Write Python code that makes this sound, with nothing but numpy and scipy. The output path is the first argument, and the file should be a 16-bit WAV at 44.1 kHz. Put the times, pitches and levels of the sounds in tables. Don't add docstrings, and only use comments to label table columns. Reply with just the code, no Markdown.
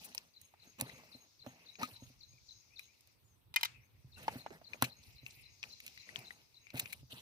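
import sys
import numpy as np
from scipy import signal
from scipy.fft import rfft, irfft, next_fast_len
from scipy.io import wavfile

SR = 44100
rng = np.random.default_rng(int(sys.argv[2]) if len(sys.argv) > 2 else 0)


def transcribe(u):
    v = np.clip(np.atleast_2d(u).T, -1, 1)
    q = np.round(v * 32767).astype(np.int16)
    wavfile.write(sys.argv[1], SR, q)


N = 317961

# (frequency [Hz], relative level [dB], t60 of the rubbed hum [s])
TANK_MODES = [(127, 4.5, 0.15), (251.8, 5.5, 1), (532, -3.5, 0.13)]
JAR_LAG_S, BIRD_LAG_S = 9 / 44100, 35 / 44100


def amp(db):
    return 10 ** (np.asarray(db) / 20)


def rms_one(x):
    return x / np.sqrt(np.mean(x ** 2) + 1e-20)


def in_time(rows):
    s, *columns = np.transpose(rows)
    return [np.interp(np.arange(N) / SR, s, c) for c in columns]


def drift(rate):
    knots = rng.standard_normal(int(N / SR * 60) + 2)
    return np.interp(np.arange(N) / SR * rate, np.arange(len(knots)), knots)


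def band(x, low_hz, high_hz):
    return signal.sosfilt(signal.butter(2, [low_hz, high_hz], "band", fs=SR, output="sos"), x)


def coloured(x, spectrum):
    size = next_fast_len(N)
    hz, db = np.transpose(spectrum)
    bins_hz = np.arange(size // 2 + 1) * SR / size
    gain = amp(np.interp(np.log(bins_hz + 1), np.log(hz), db, left=-80, right=-80))
    return rms_one(irfft(rfft(x, size) * gain, size)[..., :N])


def ring(push, hz, t60):
    r, w = amp(-60 / (t60 * SR)), 2 * np.pi * hz / SR
    return signal.lfilter([0, np.sin(w)], [1, -2 * r * np.cos(w), r * r], push + 1e-18)


def add(out, s, sound, pan_db=0):
    i = max(round(s * SR), 0)
    panned = sound * amp([[pan_db / 2], [-pan_db / 2]])
    out[:, i:i + sound.shape[-1]] += panned[:, :N - i]


def at_ports(x, lag_s):
    lag = round(lag_s * SR)
    return np.stack([np.r_[np.zeros(lag), x[0, :N - lag]], x[1]])


def grains(per_s, spread_db, alike):
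    sizes = amp(spread_db * np.minimum(rng.exponential(1, (3, N)), 5)) * rng.choice([-1, 1], (3, N))
    clicks = rms_one(sizes * (rng.random((3, N)) < per_s / SR))
    return np.sqrt(alike) * clicks[0] + np.sqrt(1 - alike) * clicks[1:]


def crack(noise, t60, low_hz, high_hz=16000):
    rise_s = 0.0012
    age = np.arange(noise.shape[-1]) / SR
    return rms_one(band(noise, low_hz, high_hz)) * amp(-60 * age / t60) * np.minimum(age / rise_s, 1)


def patchy(x, low_hz, depth_db):
    edges = low_hz * 2 ** np.arange(0, 4.1, .5)
    return sum(band(x, .92 * low, 1.08 * high) * amp(depth_db * drift(55))
               for low, high in zip(edges, edges[1:]))


def jar_mouth(x):
    # (frequency [Hz], width [Hz], level [dB])
    resonances = [(2450, 380, 13), (4050, 500, 8), (5750, 700, 7)]
    out = x
    for hz, width, db in resonances:
        r = np.exp(-np.pi * width / SR)
        poles = [2, -4 * r * np.cos(2 * np.pi * hz / SR), 2 * r * r]
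        out = out + amp(db) * signal.lfilter([1 - r * r, 0, r * r - 1], poles, x)
    return out


def whistle(length, from_hz, to_hz, rough):
    share = np.arange(round(length * SR)) / (length * SR)
    tone = np.sin(2 * np.pi * np.cumsum(from_hz + (to_hz - from_hz) * share ** 0.72) / SR)
    flutter = np.interp(share * length * 400, np.arange(100), rng.standard_normal(100))
    return tone * (1 + rough * flutter) * np.sin(np.pi * share) ** 0.19


def scrub_echo(x, t60):
    age = np.arange(SR // 2) / SR
    echo = rng.standard_normal((2, len(age))) * amp(-60 * age / t60) * np.minimum(age / 0.011, 1)
    return signal.fftconvolve(x.mean(0)[None], echo, axes=1)[:, :N]


def snaps():
    # (time [s], ring peak [dB], ring pitch [Hz], cycles rung to -60 dB,
    # relative mid crackle level [dB], relative bright crack level [dB])
    dimples = [(0.148, -52, 890, 18, -32.5, -34), (0.179, -34.5, 5500, 20, -33, -48),
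               (0.414, -67, 1960, 42, -57, -46.5), (0.538, -52.5, 840, 10, -68, -72),
               (0.799, -56, 894, 20, -35.5, -40.5), (0.81, -41.5, 850, 20, -23.5, -25.5),
               (0.896, -45, 2030, 44, -53, -60), (1.034, -54.5, 670, 28, -70, -77),
               (1.463, -43, 603, 8.2, -42, -56), (1.754, -48.5, 2400, 24, -39.5, -85),
               (1.814, -37.5, 912, 51, -36.5, -48), (1.8306, -28.5, 1250, 60, -25.5, -40),
               (2.793, -43, 2480, 47, -35, -47), (3.008, -67, 5500, 35, -64, -57),
               (3.073, -78, 583, 17, -55, -58.5), (4.28, -23, 890, 21.7, -28.5, -59),
               (4.462, -33, 850, 7, -55, -70), (4.505, -50, 412, 17, -43, -62),
               (4.614, -52.5, 683, 16, -73, -80), (4.733, -35, 2440, 64, -37, -69),
               (4.743, -45.5, 587, 4, -62, -78), (4.754, -53, 590, 6.7, -50, -75),
               (4.8226, -17, 934, 5.6, -13, -20.5), (5.263, -41.5, 2690, 42, -35.5, -78),
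               (5.629, -40, 2530, 29, -29, -60.5), (5.637, -33, 2500, 22, -37, -59),
               (5.802, -74, 2140, 34, -35.5, -48.5), (5.864, -79, 3300, 30, -33.5, -40),
               (5.878, -59, 2550, 30, -35.5, -49), (5.975, -49, 2050, 44, -37, -58),
               (6.09, -43, 1970, 47, -75, -83), (6.159, -29.5, 3150, 7.7, -49, -74),
               (6.189, -46, 2480, 30, -40, -45), (6.306, -40, 1960, 43, -67, -86),
               (6.668, -49, 2340, 30, -55, -73), (6.703, -45, 2400, 27, -37.5, -58),
               (6.755, -73, 2400, 24, -38.5, -58), (6.779, -47, 2400, 30, -33, -60),
               (6.796, -35, 2540, 17, -18, -26.5), (6.857, -39.5, 2450, 27, -36, -66),
               (6.929, -38.5, 2300, 60, -55, -38)]
    thud_t60, crackle_t60 = 1.26 * 0.043, .016
    thud_db, thud_db_per_octave = -9.5, -7
    out, size = np.zeros((2, N)), 4000
    age = np.arange(size) / SR
    unevenness = amp(2.28 * rng.exponential(1, (len(dimples), 1, size)))
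    noise = rng.standard_normal((len(dimples), 3, size)) * unevenness
    noise[:, 0, 20] = 3.9
    for (s, ring_db, hz, cycles, mid_db, bright_db), n in zip(dimples, noise):
        both, octaves = n[0] + 0.49 * n[1:], np.log2(hz / 800)
        t60 = cycles / hz
        push = n[0] * amp(-60 * age / (.2 * t60))
        tone = band(ring(push, hz, t60), .6 * hz, 1.8 * hz)
        tone = tone * np.minimum(age / (3 / hz), 1)
        thud = crack(n[0] + 6.2 * n[1:], thud_t60, low_hz=0.22 * hz, high_hz=2.07 * hz)
        thud = amp(thud_db + thud_db_per_octave * octaves) * thud
        add(out, s, amp(ring_db) * (tone / np.abs(tone).max() + thud), pan_db=9.3 * octaves)
        mid, bright = (crack(both, crackle_t60 / 2, *edges)
                       + amp(-8.5) * crack(both[::-1], 1.52 * crackle_t60, *edges)
                       for edges in [(1900, 4880), (6700, 15400)])
        add(out, s, amp(mid_db - 13) * jar_mouth(mid), pan_db=3.5)
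        add(out, s, amp(bright_db) * bright, pan_db=-10.0)
    return out


def rips():
    # (start [s], length [s], relative mid level [dB], relative bright level [dB])
    tears = [(0.042, 0.032, -60, -48), (1.817, 0.062, -47.5, -56), (4.84, 0.017, -35, -42),
             (6.766, 0.034, -48, -49), (6.793, 0.016, -43.5, -35.5), (6.896, 0.034, -57.5, -60),
             (6.925, 0.017, -46.5, -45)]
    out, clicks = np.zeros((2, N)), grains(9000, spread_db=2.5, alike=.6)
    mid = rms_one(jar_mouth(band(clicks, 1700, 4700)))
    bright = rms_one(band(clicks, 8300, 19845))
    for s, length, mid_db, bright_db in tears:
        i, size = round(s * SR), round(length * SR)
        swell = np.sin(np.pi * np.linspace(0, 1, size) ** 0.44)
        clicking = amp(mid_db) * mid[:, i:i + size] + amp(bright_db) * bright[:, i:i + size]
        add(out, s, swell * clicking, pan_db=5.0)
    return out


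def finger_strokes():
    # (start [s], length [s], starting rustle level [dB], starting rub level [dB])
    strokes = [(0, 0.035, -51.5, -57.5), (0.037, 0.25, -60, -61), (0.39, 0.13, -66, -79.5),
               (0.624, 0.1, -64, -64.5), (0.782, 0.037, -45, -46.5), (0.794, 0.47, -60.5, -58.5),
               (1.432, 0.31, -66, -62), (1.785, 0.068, -51.5, -43.5), (1.866, 0.11, -54.5, -60.5),
               (2.007, 0.16, -65, -69), (2.783, 0.087, -62.5, -79), (4.163, 0.26, -56, -56.5),
               (4.306, 0.11, -55.5, -55), (4.433, 0.28, -72.5, -65.5), (4.508, 0.057, -61.5, -54.5),
               (4.687, 0.44, -68, -65), (4.81, 0.07, -45, -46), (5.012, 0.26, -65, -86),
               (5.246, 0.2, -58, -70.5), (5.622, .12, -59.5, -62), (5.819, 0.2, -60, -68.5),
               (6.061, 0.16, -66.5, -60), (6.146, 0.29, -62, -62), (6.732, 0.083, -49.5, -47.5),
               (6.796, 0.21, -56, -61), (7.096, 0.19, -52.5, -58)]
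    # (frequency [Hz], relative density [dB per Hz])
    rustle_spectrum = [(650, -42.5), (1100, -30.5), (1740, -20), (1990, -12), (2640, 3.5), (6600, -7.5),
                       (7220, -8), (14800, -8), (16000, -36)]
    rub_spectrum = [(150, -0.5), (300, -1), (800, 1.5), (1300, -7), (2200, -8)]
    rustle_fade_db, rub_fade_db = 14, 16.5
    release_s, crinkle_db, tank_hum_db = 0.016, 1, -14
    gains = np.zeros((2, N))
    for start, length, rustle_db, rub_db in strokes:
        share = np.linspace(0, 1, round(length * SR))
        add(gains, start, amp([rustle_db - rustle_fade_db * share, rub_db - rub_fade_db * share]))
    keep = np.exp(-1 / (release_s * SR))
    gains = signal.lfilter([1 - keep], [1, -keep], gains)
    rustle_gain, rub_gain = gains * amp(crinkle_db * np.stack([drift(25), drift(25)]))
    creases = patchy(grains(4000, spread_db=4.0, alike=.3), low_hz=1050, depth_db=3.0)
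    rustle = coloured(creases, rustle_spectrum)
    rustle = rms_one(rustle + amp(-13.5) * jar_mouth(rustle))
    scrapes = patchy(grains(2000, spread_db=2.5, alike=.92), low_hz=160.0, depth_db=1.5)
    rub = coloured(scrapes, rub_spectrum)
    hum = rms_one(sum(amp(db) * ring(rub[0], hz, t60) for hz, db, t60 in TANK_MODES))
    return rustle * rustle_gain + (rub + amp(tank_hum_db) * hum) * rub_gain


def bumps():
    # (time [s], relative level [dB], hardness as lift of the modes above the lowest [dB])
    contacts = [(0.672, -66, 17.5), (0.796, -51.5, 17), (0.822, -29.5, 2), (0.929, -45.5, -1.5),
                (1.15, -52.5, 10.5), (1.468, -40, 7.5), (1.797, -57, 3), (1.828, -44.5, 16.5),
                (2.023, -41, 0.5), (2.102, -49.5, 1.5), (2.336, -44.5, -14.5), (4.045, -37.5, -46),
                (4.208, -42.5, -6), (4.357, -36.5, 1), (4.516, -50.5, 4), (4.824, -26, 4),
                (5.232, -40.5, -9.5), (6.181, -40.5, -7.5), (6.743, -29.5, -0.5), (6.828, -37, -4),
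                (7.031, -39, -12), (7.13, -39, -4.5)]
    rows, out = np.array(contacts), 0
    at = (rows[:, 0] * SR).astype(int)
    spread = rng.normal(0, 2, (len(rows), len(TANK_MODES)))
    for k, (hz, level_db, _) in enumerate(TANK_MODES):
        clicks = np.zeros(N)
        clicks[at] = amp(rows[:, 1] + level_db - 13.0 + spread[:, k] + rows[:, 2] * (k > 0))
        out = out + ring(clicks, hz, 15 / hz)
    out = band(out, 85, 2000)
    return np.stack([out, out * amp(1.0)])


def cap():
    # (time [s], relative ring peak [dB], relative crack level [dB], lift of the two main modes [dB])
    bounces = [(3.54, -34, -46.5, -5.5), (3.56, -21, -26.5, -4), (3.565, -18, -54, -1.5),
               (3.61, -32.5, -43.5, 1.5), (3.631, -18, -31, -12), (3.648, -34, -38, -3),
               (3.653, -27, -37, -6.5)]
    # (frequency [Hz], relative level [dB], t60 before a limit of 0.045 s [s])
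    cap_modes = [(950, -6.5, 0.037), (1330, -2, 0.0099), (2090, -1.5, 0.082), (2437, 2, .046),
                 (3060, -7, 0.04), (3800, -16, 0.0444), (3950, -9.5, 0.029), (4980, -11, 0.022),
                 (5700, -23.5, 0.025)]
    out, size = np.zeros((2, N)), 6000
    noise = rng.standard_normal((len(bounces), 2, size))
    spread = rng.normal(0, 3, (len(bounces), len(cap_modes)))
    for (s, peak_db, crack_db, lift_db), n, own in zip(bounces, noise, spread):
        push = n * amp(-60 * np.arange(size) / SR / .004)
        push = push[0] + .4 * push
        modes = 0
        for (hz, db, t60), own_db in zip(cap_modes, own):
            level_db = db + own_db + lift_db * (1900 < hz < 2600)
            modes = modes + amp(level_db) * ring(push, hz, min(t60, .045))
        modes = band(band(modes, 900, 9000), 850, 10300)
        scatter = crack(n, 0.014, low_hz=6200)
        scatter = scatter + amp(-3.5) * crack(n, 0.034, low_hz=1995, high_hz=6700)
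        scatter = scatter + amp(-30) * crack(n[::-1], 0.33, low_hz=900, high_hz=5200)
        ringing = amp(peak_db + 0.5) * modes / np.abs(modes).max()
        add(out, s, ringing + amp(crack_db + 8.0) * scatter, pan_db=1.5)
    return out


def near_bird():
    # (time [s], whistle reference level [dB])
    phrases = [(0.337, -70.5), (0.595, -72.5), (0.854, -69), (1.115, -65), (1.392, -68), (1.66, -65),
               (1.93, -66.5), (2.206, -66.5), (2.483, -64), (2.758, -64.5), (4.118, -71.5), (4.38, -66),
               (4.641, -66), (4.892, -67), (5.156, -70.5), (5.428, -71.5), (5.697, -65.5), (5.972, -67.5),
               (6.243, -65.5), (6.54, -70)]
    # (start in phrase [s], length [s], from [Hz], to [Hz], level over the reference [dB])
    sweeps = [(0, 0.02, 4782, 3612, 8), (0.024, 0.02, 4264, 3936, 12.5)]
    # (start in phrase [s], length [s], from [Hz], to [Hz])
    buzz = (.07, .06, 6420, 6560)
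    first_buzz_db, second_buzz_db, second_bout_s = -66.5, -71, 3.5
    out = np.zeros((2, N))
    start, length, from_hz, to_hz = buzz
    bends = 1 + 0.013 * rng.standard_normal(len(phrases))
    for (s, sweep_db), bend in zip(phrases, bends):
        buzz_db = first_buzz_db if s < second_bout_s else second_buzz_db
        add(out, s + start, amp(buzz_db) * whistle(length, from_hz, to_hz, rough=.8), pan_db=7.5)
        for begin, last, top_hz, end_hz, db in sweeps:
            note = whistle(last, top_hz * bend, end_hz * bend, rough=0.4)
            add(out, s + begin, amp(sweep_db + db) * note, pan_db=8.5)
    return at_ports(out, BIRD_LAG_S) + amp(-37) * scrub_echo(out, t60=.33)


def far_calls():
    # (time [s], length [s], from [Hz], to [Hz], level before panning and echo [dB])
    calls = [(1.969, 0.05, 923, 917, -71), (3.8, .07, 5050, 6600, -80), (2.323, 0.046, 2390, 2500, -76.5),
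             (2.377, 0.012, 2350, 2300, -68), (2.501, 0.091, 6150, 6540, -69),
             (4.172, 0.015, 1500, 1460, -63), (2.701, 0.052, 2235, 2600, -69),
             (2.879, 0.034, 2200, 2470, -71), (3.237, 0.12, 7400, 6000, -79),
             (3.738, 0.035, 2640, 2534, -66), (3.831, 0.0095, 2510, 2100, -68),
             (4.16, 0.031, 2790, 2640, -62.5)]
    out = np.zeros((2, N))
    for s, length, from_hz, to_hz, db in calls:
        add(out, s, amp(db) * whistle(length, from_hz, to_hz, rough=.5), pan_db=12)
    return at_ports(out, BIRD_LAG_S) + amp(-38) * scrub_echo(out, t60=.3)


def rasps():
    # (start [s], length [s], level before envelope and panning [dB])
    raspy_calls = [(2.189, 0.14, -72), (2.459, 0.49, -68), (2.773, 0.24, -72.5), (5.685, 0.14, -62.5),
                   (6.012, 0.093, -67)]
    out = np.zeros((2, N))
    for s, length, db in raspy_calls:
        noise = rng.standard_normal((2, round(length * SR)))
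        rasp = rms_one(band(band(noise, 4600, 6500), 4400, 6800))
        swell = np.sin(np.pi * np.linspace(0, 1, rasp.shape[1]) ** 0.22)
        add(out, s, amp(db) * rasp * swell, pan_db=6.0)
    return out


def hiss_and_chorus():
    # (time [s], relative hiss level [dB], relative chorus level [dB])
    levels = [(0.0, -90, -62.5), (0.46, -87.5, -85.5), (0.94, -65.5, -71.5), (1.26, -80.5, -76),
              (1.95, -76, -75.5), (2.35, -84, -76), (2.95, -79, -79), (3.59, -98, -94),
              (3.67, -62.5, -89.5), (3.95, -86, -86), (4.34, -72, -69.5), (4.56, -84.5, -80.5),
              (5.26, -68.5, -77), (5.72, -79, -70), (6.2, -62, -67.5), (6.49, -84.5, -79),
              (6.8, -62.5, -81.5), (7.21, -102.5, -76)]
    crowd = np.zeros((2, N))
    for when, pitch, fall, size in rng.random((500, 4)):
        hz = 4300 + 2500 * pitch
        chirp = whistle(.04, hz, hz * (1.05 - .25 * fall), rough=.5)
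        add(crowd, when * N / SR, amp(8 * size) * chirp)
    hiss_db, chorus_db = in_time(levels)
    hiss = rms_one(band(band(rng.standard_normal((2, N)), 2050, 2800), 1900, 2950))
    hiss = hiss * amp(2.5 * drift(30) + 3 * drift(7))
    wash = rms_one(band(band(rng.standard_normal((2, N)), 3500, 6500), 3300, 6900)) * amp(3 * drift(9))
    chorus = wash + amp(-2) * rms_one(scrub_echo(crowd, t60=.2))
    return (hiss * amp(hiss_db) + chorus * amp(chorus_db)) * amp([[2.5], [-2.5]])


def breeze_rumble():
    # (time [s], level before wander and side balance [dB])
    breeze = [(0.0, -78.5), (0.76, -78), (0.98, -71), (1.26, -79.5), (1.85, -77.5), (1.97, -67),
              (2.93, -78.5), (3.75, -70), (4.12, -62.5), (4.7, -73.5), (5.04, -64.5), (5.88, -74),
              (6.04, -71), (6.59, -78), (6.97, -64.5), (7.21, -69.5)]
    # (frequency [Hz], relative density [dB per Hz])
    rumble_spectrum = [(25, -11), (50, -2), (110, 4.5), (200, -14), (350, -21), (600, -32.5)]
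    rumble = coloured(grains(3600, spread_db=0.5, alike=.55), rumble_spectrum)
    return rumble * amp(in_time(breeze)[0] + 3.86 * drift(40)) * amp([[-1.5], [1.5]])


def open_air():
    # (frequency [Hz], relative density [dB per Hz])
    air_spectrum = [(120, -46.5), (200, -7.5), (1080, -13.5), (3900, -8.5), (7010, -40.5), (7680, -16),
                    (8270, -16), (10300, -19.5), (13600, -14.5), (16000, -22)]
    air_db = -76.5
    upper = patchy(rng.standard_normal((2, N)), low_hz=949, depth_db=1.5)
    lower = band(rng.standard_normal((2, N)), 100, 670)
    return amp(air_db + 0.5 * drift(5.2)) * coloured(upper + lower, air_spectrum)


def scene():
    close = snaps() + rips() + finger_strokes() + bumps() + breeze_rumble()
    close = at_ports(close, JAR_LAG_S) + at_ports(cap(), 2 * JAR_LAG_S)
    around = near_bird() + far_calls() + rasps() + hiss_and_chorus()
    return close + around + open_air()


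def record(dry):
    lean = signal.sosfilt(signal.butter(2, 50, "high", fs=SR, output="sos"), dry)
    return signal.sosfilt(signal.cheby2(12, 70, 16640, fs=SR, output="sos"), lean)


dry = scene()
out = record(dry)
transcribe(out)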